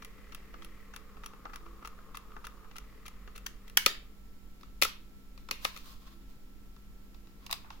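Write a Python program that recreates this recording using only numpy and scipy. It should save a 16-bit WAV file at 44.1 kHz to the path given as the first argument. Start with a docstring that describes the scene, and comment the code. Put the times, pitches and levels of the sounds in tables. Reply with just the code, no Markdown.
"""A pocket cassette player runs in someone's hands, close by: its drive whirrs, its reel knocks softly,
and a cracked gear scrapes and snaps on every turn. The latch pops, the clicking ends and the whirr fades.
The lid swings open and is pressed shut, fingers slide over the shell and a thumb works the keys.
Each click is a short burst of noise that makes a part ring. A small room echoes and hums faintly."""
import sys
import numpy as np
from scipy import signal
from scipy.fft import rfft, irfft, next_fast_len
from scipy.io import wavfile
from scipy.ndimage import map_coordinates

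SR = 44100
rng = np.random.default_rng(int(sys.argv[2]) if len(sys.argv) > 2 else 0)


def materialize(psi):
    """Save the field psi as 16-bit PCM at rate SR to the path in sys.argv[1].

    A 1-D psi becomes a single channel; in a 2-D psi each row is a channel.
    """
    bounded = np.clip(np.atleast_2d(psi).T, -1, 1)
    quanta = np.round(bounded * 32767).astype(np.int16)
    wavfile.write(sys.argv[1], SR, quanta)


N = 343980

# which side of the player faces the listener: (time [s], tilt [0 = window, 1 = lid])
TILT = [(0, 0), (.8, 0), (1.15, 0.65), (1.6, 1), (2.1, 0.92), (2.65, 1), (2.9, 0.091), (3.3, 0.25)]


def amp(db):
    """Turn decibels into a gain to multiply by."""
    return 10 ** (np.asarray(db) / 20)


def unit(x):
    """Scale a sound to an average (rms) level of 1."""
    return x / np.sqrt(np.mean(x ** 2) + 1e-20)


def along(points, hz):
    """Read a curve of (frequency, value) points at hz, on a log frequency axis."""
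    freqs, values = np.transpose(points)
    return np.interp(np.log(hz + 1), np.log(freqs + 1), values)


def curve(points):
    """Join (time, value) points with straight lines, one value per sample."""
    return np.interp(np.arange(N) / SR, *np.transpose(points))


def wobble(rate):
    """A smooth random curve through `rate` random values a second."""
    values = rng.standard_normal(int(N * rate / SR) + 4)
    return map_coordinates(values, [np.arange(N) * rate / SR])


def swell(peak_s, length_s, rise_share):
    """A gain that climbs to 1 and falls away; it is 13 dB down at both ends of length_s."""
    t = (np.arange(N) / SR - peak_s) / length_s
    return amp(-13 * np.maximum(-t / rise_share, t / (1 - rise_share)))


def filtered(x, response):
    """Multiply each frequency in x by response(hz)."""
    length = x.shape[-1]
    padded = next_fast_len(length + 4096)
    hz = np.fft.rfftfreq(padded, 1 / SR)
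    return irfft(rfft(x, padded) * response(hz), padded)[..., :length]


def shaped(x, colour):
    """Turn frequencies up or down along a curve of (frequency [Hz], gain [dB]) points."""
    return filtered(x, lambda hz: amp(along(colour, hz)))


def resonate(x, modes):
    """Let x ring a part's modes, its natural pitches; narrow modes ring longer."""
    return filtered(x, lambda hz: sum(
        amp(db) * 1j * hz * width / (pitch * pitch - hz * hz + 1j * hz * width)
        for pitch, width, db in modes))


def stereo_noise(likeness, size):
    """White noise in two channels; likeness lists (frequency [Hz], left-right match [-1 to 1])."""
    def weights(hz):
        angle = np.arccos(np.clip(along(likeness, hz), -1, 1)) / 2
        return np.array([np.cos(angle), np.sin(angle)])
    mid, side = filtered(rng.standard_normal((2, size)), weights)
    return np.array([mid + side, mid - side])


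def add(track, s, sound):
    """Mix a sound into a track, starting at s seconds."""
    start = max(0, round(s * SR))
    track[:, start:start + sound.shape[1]] += sound[:, :N - start]


def room(x):
    """The small room's echo: each frequency dies away at its own speed."""
    # how long the echo lasts: (frequency [Hz], time to fall 60 dB [s])
    decay_times = [(200, 0.42), (1000, 0.3), (3000, 0.36), (6000, 0.24), (10000, 0.24), (16000, 0.2)]
    # the echo's tone: (frequency [Hz], level [dB])
    colour = [(200, -7.5), (1000, -3.5), (2700, -3.5), (5000, 0), (9000, -2.5), (16000, -2.5)]
    hz, t, noise = signal.stft(rng.standard_normal((2, SR // 2)), SR, nperseg=256)
    decay_db = -60 * t / along(decay_times, hz)[:, None] + along(colour, hz)[:, None]
    build_up = 1 - np.exp(-t / .005)
    tail = signal.istft(noise * amp(decay_db) * build_up, SR, nperseg=256)[1]
    return signal.fftconvolve(x, tail / np.linalg.norm(tail[0]), axes=1)


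def contact(modes, band_dbs, chatter_s, rattle_db, crack_db, scatter_db, rise_s=.001):
    """One blow: parts chatter briefly and ring; band_dbs sets its thud, body, clack and tick."""
    # the thud, body, clack and tick bands: (low edge [Hz], high edge [Hz])
    bands = [(190, 800), (800, 1700), (1700, 7000), (7000, 17000)]
    t = np.arange(SR // 20) / SR
    # loose parts rattle on for a moment, one bump a millisecond
    bumps = map_coordinates(rng.standard_normal(64), [1000 * t])
    rattle = amp(rattle_db + 3.5 * bumps) * np.exp(-t / .008)
    envelope = (1 - np.exp(-(t / rise_s) ** 2)) * (np.exp(-t / chatter_s) + rattle)
    force = envelope * stereo_noise([(500, 0.63), (1300, 0.31), (2500, 0.17), (6000, 0.068)], len(t))
    # where the blow lands changes how strongly each mode rings
    struck = [(hz, width, db + scatter_db * rng.standard_normal()) for hz, width, db in modes]
    ring = unit(resonate(force, struck)) + amp(crack_db) * unit(force)
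    sound = np.zeros_like(ring)
    for band, db in zip(bands, band_dbs):
        part = signal.sosfilt(signal.butter(3, band, "band", fs=SR, output="sos"), ring)
        energy = np.sum(part ** 2, axis=1, keepdims=True)
        sound += amp(db) * part / np.sqrt(energy / (SR / 100))  # level as if it lasted 10 ms
    return sound


def band_levels(colour, db, softness_db):
    """Levels of the four bands, starting from colour [dB]: a softer blow has more thud and less tick."""
    # change in (thud, body, clack, tick) [dB per dB of softness]
    softening = (0.6, 0.97, 0, -0.74)
    return [db + own + softness_db * gain for own, gain in zip(colour, softening)]


def blows(events, modes, colour, **texture):
    """A part of the casing is struck again and again, each blow with its own echo."""
    # the room gathers sound from every side of the casing, which blurs the modes
    blurred = [(hz, 2 * width, db) for hz, width, db in modes]
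    out = np.zeros((2, N))
    for s, db, softness_db, pan_db, room_db in events:
        band_dbs = band_levels(colour, db, softness_db)
        near = contact(modes, band_dbs, scatter_db=2.5, **texture)
        all_round = contact(blurred, band_dbs, scatter_db=0.5, **texture)
        add(out, s, near * amp([[pan_db / 2], [-pan_db / 2]]))
        add(out, s, amp(room_db) * room(all_round))
    return out


def drive():
    """Belt and gear teeth rub in step with the motor shaft and whirr through the player's panels."""
    # modes of the hollow inside, the lid and the window: (pitch [Hz], width [Hz], level [dB])
    cavity_modes = [(442, 36, 6.5), (497, 22, -0.5)]
    lid_modes = [(940, 61, -15.5), (1113, 78, 4), (1214, 53, 6.5), (1360, 64, -16)]
    window_modes = [(1590, 150, -11.5), (1870, 130, 4.5), (1990, 280, 15), (2300, 170, 6),
                    (2550, 190, -9.5), (4173, 1500, -25)]
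    # the whirr of those three parts: (level [dB], change at full tilt [dB])
    panel_levels = [(-67.5, 1), (-67.5, 7), (-64.5, -10.5)]
    # the drive fades as the lid comes open: (time [s], gain [dB])
    fade = [(0, 0.5), (3.3, -2), (3.6, -5), (4.05, -7), (4.3, -29)]
    shaft_hz = 37.24 * (1 + 0.011 * wobble(11))
    angle = 2 * np.pi * np.cumsum(shaft_hz) / SR
    # one swell per turn, three more for the motor's magnetic poles, and uneven teeth
    grip = amp(2 * np.cos(angle) + 0.84 * np.cos(3 * angle) + 0.73 * wobble(300))
    tilt = curve(TILT)
    out = np.zeros((2, N))
    for modes, (level_db, tilt_db) in zip((cavity_modes, lid_modes, window_modes), panel_levels):
        rub = grip * stereo_noise([(500, 0.84), (1300, 0.87), (3000, .3)], N)
        bass_cut_hz = 0.52 * modes[0][0]
        whirr = filtered(resonate(rub, modes), lambda hz: 1 / np.sqrt(1 + (bass_cut_hz / (hz + 1)) ** 8))
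        out += amp(level_db + tilt_db * tilt) * unit(whirr)
    return amp(curve(fade)) * out * amp([[1], [-1]])  # a little to the left


def background():
    """Room air, rumble, a throbbing low drone and the microphones' own bright hiss."""
    # the tone of each noise: (frequency [Hz], relative level [dB])
    air_colour = [(20, 14), (70, -9), (110, -4), (160, -6), (230, -7.5), (290, -6.5), (360, -11.5),
                  (450, -11.5), (580, -19.5), (1000, -20.5), (2000, -23), (4000, -30), (8000, -40),
                  (16000, -50)]
    rumble_colour = [(12, 1.5), (22, -14), (33, -3.5), (46, 1.5), (55, -7.5), (68, -20.5), (140, -51.5)]
    hiss_colour = [(300, -5.5), (4000, 0), (5500, 0), (6400, -4.5), (7100, 0), (8400, -9), (10500, -4),
                   (12500, -2), (14500, 2.5), (16000, -3.5)]
    # how alike the air is in both ears: (frequency [Hz], match [-1 to 1])
    air_likeness = [(60, 0.87), (180, 0.86), (550, 0.27), (1650, -0.21), (4970, -0.49), (15000, -1.7)]
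    air = unit(shaped(stereo_noise(air_likeness, N), air_colour))
    rumble = unit(shaped(stereo_noise([(40, 0.74)], N), rumble_colour))
    throb = amp(2.5 * wobble(4))
    drone = throb * np.sin(2 * np.pi * 47.8 * np.arange(N) / SR + .9 * wobble(6))
    hiss = unit(shaped(rng.standard_normal((2, N)), hiss_colour))
    room_noise = amp(-53) * air + amp(-52) * rumble + amp(-62.5) * drone
    return room_noise * amp([[-.7], [.7]]) + amp(-68.5) * hiss


def hum():
    """An appliance's steady hum, thin whistles, and a soft low tone that comes and goes."""
    # the hum and whistles: (pitch [Hz], level [dB])
    steady_tones = [(80.7, -72), (199.6, -65), (264, -74), (399, -88.5), (1334.5, -76.5), (2223, -90.5),
                    (6790, -91.5), (6990, -92)]
    # peaks of the low tone: (time [s], level [dB])
    peaks = [(.63, -61.5), (1.68, -61), (5.05, -68), (6.17, -65.5), (7.28, -68)]
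    t = np.arange(N) / SR

    def tone(hz):
        return np.sqrt(2) * np.sin(2 * np.pi * hz * t + .12 * wobble(3))
    steady = sum(amp(db + wobble(0.91)) * tone(hz) for hz, db in steady_tones)
    swells = sum(amp(db) * swell(s, length_s=0.28, rise_share=.5) for s, db in peaks)
    return steady + swells * tone(hz=335)


def cracked_gear():
    """About three times a second the split in the gear catches with a scrape, slips, then snaps free."""
    # one row per turn: (time of the snap [s], scrape level [dB], snap level [dB])
    turns = [(0.047, -52.5, -49), (0.3468, -54, -46.5), (0.646, -54.5, -51), (0.9616, -54.5, -47),
             (1.2601, -54.5, -46), (1.5583, -55, -49), (1.873, -52, -50.5), (2.1703, -54.5, -47),
             (2.4679, -54.5, -49), (2.7823, -55.5, -48.5), (3.0799, -56.5, -50), (3.3778, -59.5, -51),
             (3.697, -67, -56.5)]
    # the tone of each step: (thud [dB], body [dB], clack [dB], tick [dB])
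    catch_colour = (-16, 3.5, 0.5, -15)
    slip_colour = (-16.5, -16, -1, -7)
    snap_colour = (-20, -2.5, 0.5, -2.5)
    # the tone of the sliding teeth: (frequency [Hz], gain [dB])
    scrape_colour = [(1200, 0.5), (3200, 1), (6000, -1), (10000, -0.5)]
    catch_lead_s, slip_lead_s = .0256, 0.019
    gritty = dict(chatter_s=0.0047, rattle_db=-8, crack_db=-5, scatter_db=4.5, rise_s=.0009)
    clean = dict(chatter_s=.0012, rattle_db=-23, crack_db=-15.5, scatter_db=1.5)
    scrapes, snaps = np.zeros((2, N)), np.zeros((2, N))
    for s, scrape_db, snap_db in turns:
        # more body when the lid faces the listener
        facing_db = np.array([0, 6.5, 0, 0]) * np.interp(s, *np.transpose(TILT))
        slip_db = scrape_db - 8 + 5.5 * s  # the slip grows as the gear runs on
        add(scrapes, s - catch_lead_s, contact(CHASSIS, facing_db + catch_colour + scrape_db, **gritty))
        add(scrapes, s - slip_lead_s, contact(CHASSIS, facing_db + slip_colour + slip_db, **gritty))
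        add(snaps, s, contact(CHASSIS, facing_db + snap_colour + snap_db, **clean))
    near = snaps + shaped(scrapes, scrape_colour)
    # the closed shell lets little treble out into the room
    muffled = filtered(near, lambda hz: 1 / (1 + 1j * hz / 6500))
    return near * amp([[1.4], [-1.4]]) + amp(-12) * room(muffled)[:, :N]


def reel():
    """The unevenly turning reel knocks dully inside the player's frame."""
    # the knocks: (time [s], level [dB], softness [dB])
    knocks = [(0.179, -61, 3), (0.5395, -44, -1.5), (1.168, -50, -1.5), (1.333, -51, 0), (1.453, -41, 2.5),
              (1.462, -60, 3), (1.496, -51.5, 3), (1.6606, -49, 1.5), (1.824, -50, 3), (1.988, -53.5, 1),
              (2.3177, -52, 2), (2.3642, -45, 2), (2.644, -57.5, 4), (2.712, -44.5, -15),
              (3.2752, -43.5, -6.5)]
    out = np.zeros((2, N))
    for s, db, softness_db in knocks:
        band_dbs = band_levels((-6.5, 0, -11.5), db, softness_db)  # thud, body and clack; no tick
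        add(out, s, contact(CHASSIS, band_dbs, chatter_s=.0014, rattle_db=-13.5, crack_db=-28,
                            scatter_db=0))
    muffled = filtered(out, lambda hz: 1 / (1 + 1j * hz / 4500))
    return muffled * amp([[1.4], [-.6]]) + amp(-10) * room(muffled)[:, :N]


def latch():
    """The lid's latch gives and springs open with a bright crack."""
    # the cracks: (time [s], level [dB], softness [dB], left over right [dB], echo [dB])
    hits = [(3.4605, -52.5, 9.5, 8, -11), (3.4634, -36, 1, 3.5, -14), (3.7703, -31, 3.5, 7.5, -7),
            (3.7717, -16.5, -0.5, -0.5, -13.5)]
    # how the latch rings: (pitch [Hz], width [Hz], level [dB])
    modes = [(480, 130, -13.5), (1076, 130, -6), (1480, 190, -2), (1770, 200, 3), (2230, 120, -6),
             (2800, 440, -0.5), (3180, 400, -1), (4570, 220, -3), (5347, 320, -13), (6060, 590, -2),
             (11000, 2700, -2.5), (14000, 700, -5), (15100, 500, -5.5)]
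    return blows(hits, modes, colour=(-30, -9, -1.5, -5.5), chatter_s=.002, rattle_db=-19.5, crack_db=-10)


def lid():
    """The lid hits its stop, shuts and is pressed home, with a full-bodied clack."""
    # the clacks: (time [s], level [dB], softness [dB], left over right [dB], echo [dB])
    hits = [(3.861, -18.5, 2, 2.5, -12.5), (3.8768, -40.5, 5.5, 1.5, -11.5), (4.6097, -62.5, 3, 0, -6),
            (4.6309, -59, 13.5, 0, -8), (4.816, -33.5, -2, 9, 1), (4.8214, -20.5, 2, 3, -17.5),
            (4.8323, -26.5, -3.5, 2, -14), (4.8472, -37, -8, 8, -18), (4.8497, -38, 15, 0, -11),
            (5.3759, -57.5, 6, 6, -6.5), (5.487, -51, 12.5, 2, -7.5), (5.5101, -31, 2, 1, -11),
            (5.646, -38.5, -3.5, 4, -5), (5.6493, -29.5, 8.5, 3, -15.5), (5.7626, -48.5, 7.5, 1, -11),
            (5.773, -54, -1, 14, -2)]
    # how the lid and shell ring: (pitch [Hz], width [Hz], level [dB])
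    modes = [(236, 90, -22), (430, 28, -5.5), (545, 120, -3.5), (1180, 55, -4.5), (1291, 120, 6),
             (2076, 260, -2.5), (2530, 220, 6), (2840, 276, -1), (3566, 440, 2.5), (4280, 243, -0.5),
             (5200, 300, -4), (5700, 140, -12), (6900, 190, -10.5), (9900, 640, -7.5), (11130, 930, -7.5),
             (13500, 1000, -7), (15440, 800, -18.5)]
    return blows(hits, modes, colour=(-14, -6.5, 0.5, -5), chatter_s=.0022, rattle_db=-19, crack_db=-17)


def fingers():
    """Skin stutters finely over the matt shell and hisses; a soft fingertip is duller than a nail."""
    # the strokes: (time of the peak [s], length [s], level [dB], treble fades above [Hz])
    strokes = [(5.639, 0.11, -49, 12000), (5.77, .12, -55, 12000), (5.876, 0.33, -57, 12000),
               (6.078, 0.076, -60, 2500), (6.309, 0.073, -64.5, 9030), (7.44, 0.12, -61, 1500),
               (7.522, 0.12, -57.5, 4000), (7.72, 0.22, -62, 2190)]
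    # the tone of rubbing skin: (frequency [Hz], relative level [dB])
    skin_colour = [(350, -37), (600, -15), (858, -19), (1070, -6), (1700, -18.5), (3990, -13),
                   (8990, -23.5), (15100, -15), (16000, -20)]
    grains = amp(1.6 * wobble(700) + 3.3 * wobble(40)) * rng.standard_normal((2, N))
    rub = np.zeros((2, N))
    for s, length_s, db, edge_hz in strokes:
        skin = unit(filtered(grains, lambda hz: amp(along(skin_colour, hz)) / (1 + 1j * hz / edge_hz)))
        rub += amp(db) * swell(s, length_s, rise_share=0.37) * skin
    return rub + amp(-9) * room(rub)[:, :N]


def keys():
    """A thumb works the keys, which click dryly."""
    # the clicks: (time [s], level [dB], softness [dB], left over right [dB], echo [dB])
    hits = [(6.7627, -64.5, 12, 1, -18), (7.144, -60.5, 6, -1, -9), (7.27, -65.5, 7, 5, -2.5),
            (7.4632, -46, 1, -1.5, -14), (7.494, -57.5, 17, -1, -6), (7.5025, -50, 15, 3, -2),
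            (7.5105, -37.5, -4, 1, -6.5), (7.5262, -30, 0.5, 0.5, -17.5), (7.539, -52, 9, 14, -9),
            (7.644, -72.5, 27.5, 3, 0.5), (7.7028, -51, 15, -1, -7)]
    # how the keys ring: (pitch [Hz], width [Hz], level [dB])
    modes = [(720, 124, 0.5), (881, 130, -9), (1073, 150, 0), (1340, 200, -9), (1960, 140, -15),
             (2710, 270, 9), (3740, 480, 9.5), (4730, 450, 0), (5670, 340, -18), (7300, 270, -28),
             (11400, 3600, -7.5), (13800, 900, -16), (15300, 700, -20)]
    return blows(hits, modes, colour=(-24, -9, -0.5, -6.5), chatter_s=.0028, rattle_db=-21, crack_db=-20)


def scene():
    """The player, the hands on it and the room around it."""
    player = cracked_gear() + reel() + latch() + lid() + keys() + drive()
    return player + fingers() + hum() + background()


def record(dry):
    """Cut off the highest treble steeply."""
    top_hz = 16050
    return filtered(dry, lambda hz: 1 / np.sqrt(1 + (hz / top_hz) ** 200))


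# how the frame that holds the gears rings: (pitch [Hz], width [Hz], level [dB])
CHASSIS = [(454.3, 82, -11), (929, 45, -24.5), (1192, 66, -4), (1283, 130, 3), (1720, 75, -12),
           (2010, 170, -7.5), (2365, 100.8, -6), (2670, 190, -4.5), (3180, 130, -10.5), (3590, 120, -12.5),
           (4120, 150, -15.5), (4680, 200, -17), (5640, 260, -14), (6280, 230, -21.5), (10140, 270, -9),
           (10850, 300, -14), (13800, 700, -24), (15600, 450, -17)]

dry = scene()
out = record(dry)
materialize(out)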